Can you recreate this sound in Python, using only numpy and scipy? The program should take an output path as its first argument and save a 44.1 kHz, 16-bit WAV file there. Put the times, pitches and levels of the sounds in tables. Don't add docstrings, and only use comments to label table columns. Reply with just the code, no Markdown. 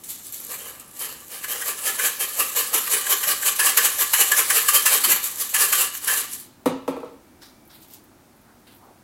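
import sys
import numpy as np
from scipy import signal
from scipy.fft import rfft, irfft, next_fast_len
from scipy.io import wavfile
from scipy.ndimage import map_coordinates

SR = 44100
rng = np.random.default_rng(int(sys.argv[2]) if len(sys.argv) > 2 else 0)


def inscribe(sig):
    pcm = np.round(np.clip(np.atleast_2d(sig).T, -1, 1) * 32767)
    wavfile.write(sys.argv[1], SR, pcm.astype(np.int16))


N = 398223
TIME = np.arange(N) / SR


def amp(db):
    return 10 ** (np.asarray(db) / 20)


def unit(x):
    return x / np.sqrt(np.mean(x ** 2) + 1e-20)


def along(points, hz):
    f, value = np.transpose(points)
    return np.interp(np.log(hz + 1), np.log(f + 1), value)


def filtered(x, response):
    m = next_fast_len(N + SR // 2)
    return irfft(rfft(x, m) * response(np.fft.rfftfreq(m, 1 / SR)), m)[:N]


def resonant(x, modes):
    def response(f):
        total = 0
        for k, (centre, width, db) in enumerate(modes):
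            peak = 1j * f * width / (centre * centre - f * f + 1j * f * width)
            total = total + (-1) ** k * amp(db) * peak
        return total
    return filtered(x, response)


def swell(s, rise_ms, fall_ms):
    rise, fall = max(rise_ms, 5) / 1000, max(fall_ms, 5) / 1000
    near = slice(max(round((s - rise) * SR), 0), round((s + fall) * SR))
    d = np.log(1e6) * (TIME[near] - s)
    return near, 1 / (np.exp(-d / rise) + np.exp(d / fall))


def wobble(rate):
    knots = rng.standard_normal(int(N * rate / SR) + 4)
    return map_coordinates(knots, [TIME * rate])


def impacts(per_second, spread_db, hiss):
    when, size, sign = rng.random(N), rng.exponential(size=N), rng.standard_normal(N)
    hits = when < per_second / SR
    blows = hits * amp(spread_db * np.minimum(size, 3)) * np.sign(sign)
    return unit(unit(blows / np.sqrt(per_second)) + hiss * rng.standard_normal(N))


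# f/Hz, relative level/dB per Hz
ROOM_TONE = [(12, -53), (20, -19), (93, -10), (198, -11.5), (221, -7), (356, -10), (387, -14.5),
             (421, -17.5), (735, -16.5), (846, -16), (1120, -21.5), (1250, -20.5), (2890, -30.5),
             (15900, -32)]
ROOM_TONE_DB = -53.5


def hush():
    noise = rng.standard_normal(N)
    return amp(ROOM_TONE_DB) * unit(filtered(noise, lambda hz: amp(along(ROOM_TONE, hz))))


# f/Hz, t60/s
KITCHEN_DECAY = [(200, 0.31), (1000, 0.43), (4000, 0.54), (12000, 0.12)]


def kitchen(x):
    out, step = np.zeros(N + SR), round(.11 * SR)
    hz, t, z = signal.stft(rng.standard_normal((8, SR // 2)), SR, nperseg=256)
    decay = amp(-60 * t / along(KITCHEN_DECAY, hz)[:, None])
    tails = signal.istft(z * decay, SR, nperseg=256)[1]
    for k, start in enumerate(range(0, N, step)):
        tail = tails[k % len(tails)]
        wet = signal.fftconvolve(x[start:start + step], tail / np.linalg.norm(tail))
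        out[start + 200:][:len(wet)] += wet
    return out[:N]


# t/s, level/dB
LOW_SWELLS = [(6.2, -55), (7.35, -55.5)]
LOW_SWELL_MS, LOW_SWELL_BANDS = (1200, 2700), [(284, 130, 0)]
# t/s, level/dB, shape, bands
THIN_TONE = (7.55, -69, (3000, 2500), [(2300, 90, 0)])
# t/s, level/dB, f/Hz
SCUFFS = [(5.08, -34.5, 300), (5.1, -41, 190), (8.13, -65, 1400), (8.49, -58, 1380), (8.836, -49.5, 970),
          (8.87, -53.5, 350), (8.89, -50.5, 756)]
SCUFF_MS, SCUFF_WIDTH = (170, 290), 0.53
# t/s, level/dB, f/Hz of the main band
PINCHES = [(7.42, -47, 4600), (7.704, -51, 4500), (8.671, -53.5, 3300), (8.72, -61.5, 2700)]
PINCH_MS, PINCH_WIDTH_HZ = (32, 420), 2400
PINCH_SIDE_BANDS = [(1400, 1200, -4.5), (11700, 7600, -4)]
# t/s, level/dB
SPRINKLES = [(7.75, -51), (7.83, -48), (7.91, -55), (7.94, -45), (8.77, -61)]
SPRINKLE_MS, SPRINKLE_BANDS = (99, 225), [(9900, 14400, 0)]
# t/s, nominal peak level/dB
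CRUMBS = [(7.6534, -43), (7.6775, -41), (7.7472, -39), (7.817, -40.5), (7.8833, -41), (7.9073, -38),
          (7.9372, -31), (8.0395, -42), (8.3643, -48), (8.4146, -46), (8.5972, -48), (8.7479, -46),
          (8.7663, -43.5), (8.8487, -51)]
CRUMB_MS, CRUMB_BANDS = (8, 50), [(12800, 5000, -9.5)]


def rustles():
    out, grit = np.zeros(N), impacts(2515, spread_db=3.5, hiss=0.89)
    puffs = [(s, db, SCUFF_MS, [(hz, SCUFF_WIDTH * hz, 0)]) for s, db, hz in SCUFFS]
    for s, db, hz in PINCHES:
        puffs.append((s, db, PINCH_MS, [(hz, PINCH_WIDTH_HZ, 0), *PINCH_SIDE_BANDS]))
    puffs.append(THIN_TONE)
    for rows, ms, bands in [(SPRINKLES, SPRINKLE_MS, SPRINKLE_BANDS),
                            (CRUMBS, CRUMB_MS, CRUMB_BANDS),
                            (LOW_SWELLS, LOW_SWELL_MS, LOW_SWELL_BANDS)]:
        puffs += [(s, db, ms, bands) for s, db in rows]
    for s, db, ms, bands in puffs:
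        near, shape = swell(s, *ms)
        for hz, width_hz, band_db in bands:
            edges = np.clip([hz - width_hz / 2, hz + width_hz / 2], 50, 20000)
            band = signal.butter(3, edges, "band", fs=SR, output="sos")
            grains = unit(signal.sosfilt(band, grit[near]))
            out[near] += amp(db + band_db) * np.sqrt(shape) * grains
    return out


# t/s, overall level/dB, boom level/dB (modes below 320 Hz), crack level/dB
KNOCKS = [(6.658, -6.5, -1, -14), (6.878, -11.5, -4, -17.5), (6.965, -21, -7, -22), (7.0, -30, -12, -16),
          (7.03, -23.5, -10, -30), (7.072, -41, -9, -36), (7.111, -37.5, 0, -28.5)]
# f/Hz, level/dB, t60/s
COUNTER_MODES = [(114, -17, 0.1), (171, -14.5, 0.14), (267.4, -0.5, 0.155), (361, -11.5, 0.11),
                 (474, -2.5, 0.058), (497, -2, 0.064), (585, 0, 0.037), (885, -2, 0.025),
                 (950, -3.5, 0.024), (1147, -7.5, 0.031), (1303, -10, 0.034)]
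# f/Hz, width/Hz, level/dB
BASE_MODES = [(1840, 1900, 3.5), (2750, 1160, 6), (3850, 730, -0.5), (11230, 4500, -4.5)]


def knocks():
    out, crack, t = np.zeros(N), np.zeros(N), np.arange(SR // 2) / SR
    for s, db, boom_db, crack_db in KNOCKS:
        at = slice(round(s * SR), round(s * SR) + len(t))
        crack[at] += amp(db + crack_db - 60 * t / 0.11) * rng.standard_normal(len(t))
        for hz, mode_db, t60 in COUNTER_MODES:
            lift_db = boom_db * (hz < 320) + rng.normal(0, 0.88)
            build = (1 - np.exp(-t * hz / 1.8)) ** 2
            decay = amp(db + mode_db + lift_db - 60 * t / t60)
            out[at] += decay * np.sin(2 * np.pi * hz * t) * build
    return out + resonant(crack, BASE_MODES)


# t/s, patter level/dB, build-up/ms, dying/ms
POURS = [(1.014, -28.5, 161.5, 537), (1.32, -32.5, 95.5, 600), (1.499, -24, 83.5, 502),
         (1.685, -23, 150, 193), (1.871, -19, 186, 215.5), (2.066, -17, 308.5, 145),
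         (2.204, -20, 40.5, 334), (2.399, -17.5, 120, 177), (2.571, -16, 83, 276),
         (2.742, -16, 65.5, 283.5), (2.929, -15, 97, 248), (3.105, -15, 65.5, 244),
         (3.285, -14.5, 85.5, 238.5), (3.469, -15, 96.5, 201), (3.662, -12.5, 105, 232),
         (3.844, -14.5, 193, 262.5), (4.014, -14.5, 112, 172), (4.208, -10.5, 104, 149),
         (4.386, -12, 112, 167.5), (4.581, -13, 285.5, 137), (4.754, -10, 113, 151),
         (4.934, -11.5, 154, 169.5), (5.11, -14, 167, 234.5), (5.615, -11.5, 155.5, 162),
         (5.815, -15.5, 371, 202), (6.138, -19, 293, 66.5), (6.174, -21, 199, 296)]
POUR_RINGS_DB = [-14, -12, -13.5, -15]
# t/s, patter level/dB, build-up/ms, dying/ms,
# jar level/dB above patter
TUMBLES = [(0.037, -36, 6, 340, -30), (0.097, -31, 36, 490, -28), (0.251, -38, 105, 470, -25),
           (0.335, -34.5, 63, 600, -27), (0.43, -38, 400, 595.5, -19), (0.51, -28.5, 88, 300, -15),
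           (0.6, -37.5, 198, 970, -10), (0.7, -43, 150, 450, -12), (0.8, -41, 6, 151, -16),
           (1.97, -29.5, 249, 110, -32), (3.558, -23.5, 27, 140, -30), (5.241, -20.5, 63, 230, -21),
           (5.411, -20, 110, 260, -19.5), (5.494, -27, 21, 190, -25), (5.978, -30.5, 220, 110, -23),
           (6.04, -30, 98.5, 110, -12), (6.332, -30.5, 143, 280, -24), (6.4, -40, 100, 250, -22)]
TUMBLE_RINGS_DB = [-2, -2, -0.5, -0.5]
# t/s, patter level/dB, dying/ms, lid level/dB above patter
SLAPS = [(1.444, -27, 69.5, -5), (1.617, -25.5, 86, -6), (1.789, -29, 69, -12), (1.995, -21.5, 118, -4.5),
         (2.876, -22, 60, -7), (3.069, -21.5, 38, -6), (3.237, -19, 101.5, -4.5), (3.429, -27, 86.5, -1.5),
         (3.595, -14.5, 169, -7), (3.773, -10, 115, -3.5), (4.137, -10, 99, -5), (4.319, -8, 67.5, -6),
         (4.503, -11, 78, -4), (4.687, -10.5, 79, -7), (4.859, -11, 124, -7.5), (5.041, -13.5, 115, -12),
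         (5.544, -13.5, 135, -11.5), (5.729, -11, 93, -11), (5.95, -29.5, 62, -5.5), (6.08, -16, 140, -5.5)]
SLAP_RINGS_DB = [-10, -11.5, -21.5]
SLAP_RISE_MS, SLAP_SHARPENS_MS_PER_DB = 66.6, 2.5
SLIDE_DB, SLIDE_RINGS_DB, SET_DOWN_S = -15.5, [-17.5, -22.5, -16.5, -18.5], 6.5
EMPTYING_DB_PER_S = [0.12, 0.2, .3, 1.24]
CLUMP_DB, CLUMPS_PER_S = 1.4, 70


def motion():
    strokes = [(*row, POUR_RINGS_DB) for row in POURS]
    strokes += [(*row, jar_db + np.array(TUMBLE_RINGS_DB)) for *row, jar_db in TUMBLES]
    s, db = np.transpose(sorted(stroke[:2] for stroke in strokes) + [(SET_DOWN_S, -80)])
    slide_db = np.interp(TIME, s, db) + SLIDE_DB
    power = amp(2 * (slide_db + np.array([0, *SLIDE_RINGS_DB])[:, None]))
    for s, db, fall_ms, lid_db in SLAPS:
        rise_ms = SLAP_RISE_MS - SLAP_SHARPENS_MS_PER_DB * (db + 29)
        strokes.append((s, db, rise_ms, fall_ms, [lid_db, *SLAP_RINGS_DB]))
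    for s, db, rise_ms, fall_ms, rings_db in strokes:
        near, shape = swell(s, rise_ms, fall_ms)
        power[:, near] += amp(2 * (db + np.array([0, *rings_db])))[:, None] * shape
    clumps_db = CLUMP_DB * wobble(CLUMPS_PER_S)
    emptying_db = np.outer([0, *EMPTYING_DB_PER_S], TIME)
    return np.sqrt(power) * amp(clumps_db - emptying_db)


def bounce(x):
    lag = round(0.0022 * SR)
    return x + .65 * np.pad(x, (lag, 0))[:N]


# t/s, nominal peak level/dB before the counter's return
LONE_BITS = [(0.0378, -33), (0.0902, -17), (0.1044, -19), (0.2678, -23), (0.3247, -19), (0.3441, -19),
             (0.4025, -21), (0.4494, -18), (0.4678, -19), (0.5172, -16), (0.5914, -25), (0.6724, -24),
             (0.7981, -23), (0.9133, -32), (0.9941, -17), (1.2037, -27), (1.282, -26), (5.3587, -18),
             (5.902, -19), (5.9743, -19), (6.0462, -11), (6.334, -17), (6.3994, -24), (7.9374, -33)]
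STRAYS_PER_S, STRAY_DB, STRAY_SPREAD_DB = 45, 5.5, 1.5


def ticks(patter):
    blows, t, thin = np.zeros(N + SR), np.arange(48) / SR, PLASTIC_MODES[3:]
    when, size = rng.random(N), rng.standard_normal(N)
    strays = when < STRAYS_PER_S / SR
    peaks = strays * patter * amp(STRAY_DB + STRAY_SPREAD_DB * size)
    for s, db in LONE_BITS:
        peaks[round(s * SR)] = amp(db)
    for at in np.flatnonzero(peaks):
        crack = unit(amp(-60 * t / .002) * rng.standard_normal(len(t)))
        blows[at:at + len(t)] += amp(-10) * peaks[at] * crack
    impulse_ring = resonant(np.arange(N) == 0, thin)
    return bounce(resonant(blows[:N], thin)) / np.linalg.norm(impulse_ring)


def struck(size, stream, modes, flare_db):
    ring = np.zeros(N)
    for k, mode in enumerate(modes):
        flare = amp(flare_db * wobble(22))
        ring += (-1) ** k * resonant(size * stream * flare, [mode])
    return ring / np.std(resonant(stream, modes))


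# f/Hz, width/Hz, level/dB
PLASTIC_MODES = [(3240, 2700, -14), (4560, 1050, -5.5), (5940, 3470, -9.5), (7710, 1390, -2.5),
                 (10390, 1900, -1.5), (12160, 2930, 0.82), (14100, 4100, -6)]
LID_MODES = [(1551, 102, 0), (1720, 65, 5), (1864, 77, 0.5), (1964, 140, -1.5)]
SHOULDER_MODES = [(2347, 310, -1), (2736, 166, 6), (2930, 135, 2.5), (3167, 43, 9)]
WALL_MODES = [(770.5, 42, -9.5), (1046, 63, -2.5), (1165.5, 42, 3), (1313, 178, -5.5)]
AIR_OPEN_MODES = [(536, 170, 0)]
AIR_FILLED_MODES = [(300, 220, -11.5), (425.4, 90, 5.5)]


def rattle(patter, lid, shoulder, wall, air):
    crowd = 700 + 25000 * patter
    small = impacts(crowd, spread_db=-0.5, hiss=0.97)
    large = impacts(.25 * crowd, spread_db=1.5, hiss=0.67)
    flying = np.roll(air, -round(0.0086 * SR))
    heaped = amp(-1.0) * np.roll(air, round(0.0042 * SR))
    plastic_ring = struck(patter, small, PLASTIC_MODES, flare_db=0.99)
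    lid_ring = struck(lid, large, LID_MODES, flare_db=2.0)
    shoulder_ring = struck(shoulder, small, SHOULDER_MODES, flare_db=3)
    wall_ring = struck(wall, large, WALL_MODES, flare_db=2.5)
    open_ring = struck(flying, large, AIR_OPEN_MODES, flare_db=1.0)
    filled_ring = struck(heaped, large, AIR_FILLED_MODES, flare_db=1.5)
    return plastic_ring + lid_ring + shoulder_ring + wall_ring + open_ring + filled_ring


def scene():
    drive = motion()
    bits = rattle(*drive) + ticks(drive[0])
    jar = knocks()
    echoes = kitchen(amp(-8.5) * bits + amp(-3.5) * jar)
    return (bits + jar + echoes + rustles() + hush())[None]


TOP_HZ = 15850


def record(dry):
    soft = dry[0] / (1 + np.abs(dry[0] / .9) ** 6) ** (1 / 6)
    return filtered(soft, lambda hz: hz < TOP_HZ)[None]


dry = scene()
out = record(dry)
inscribe(out)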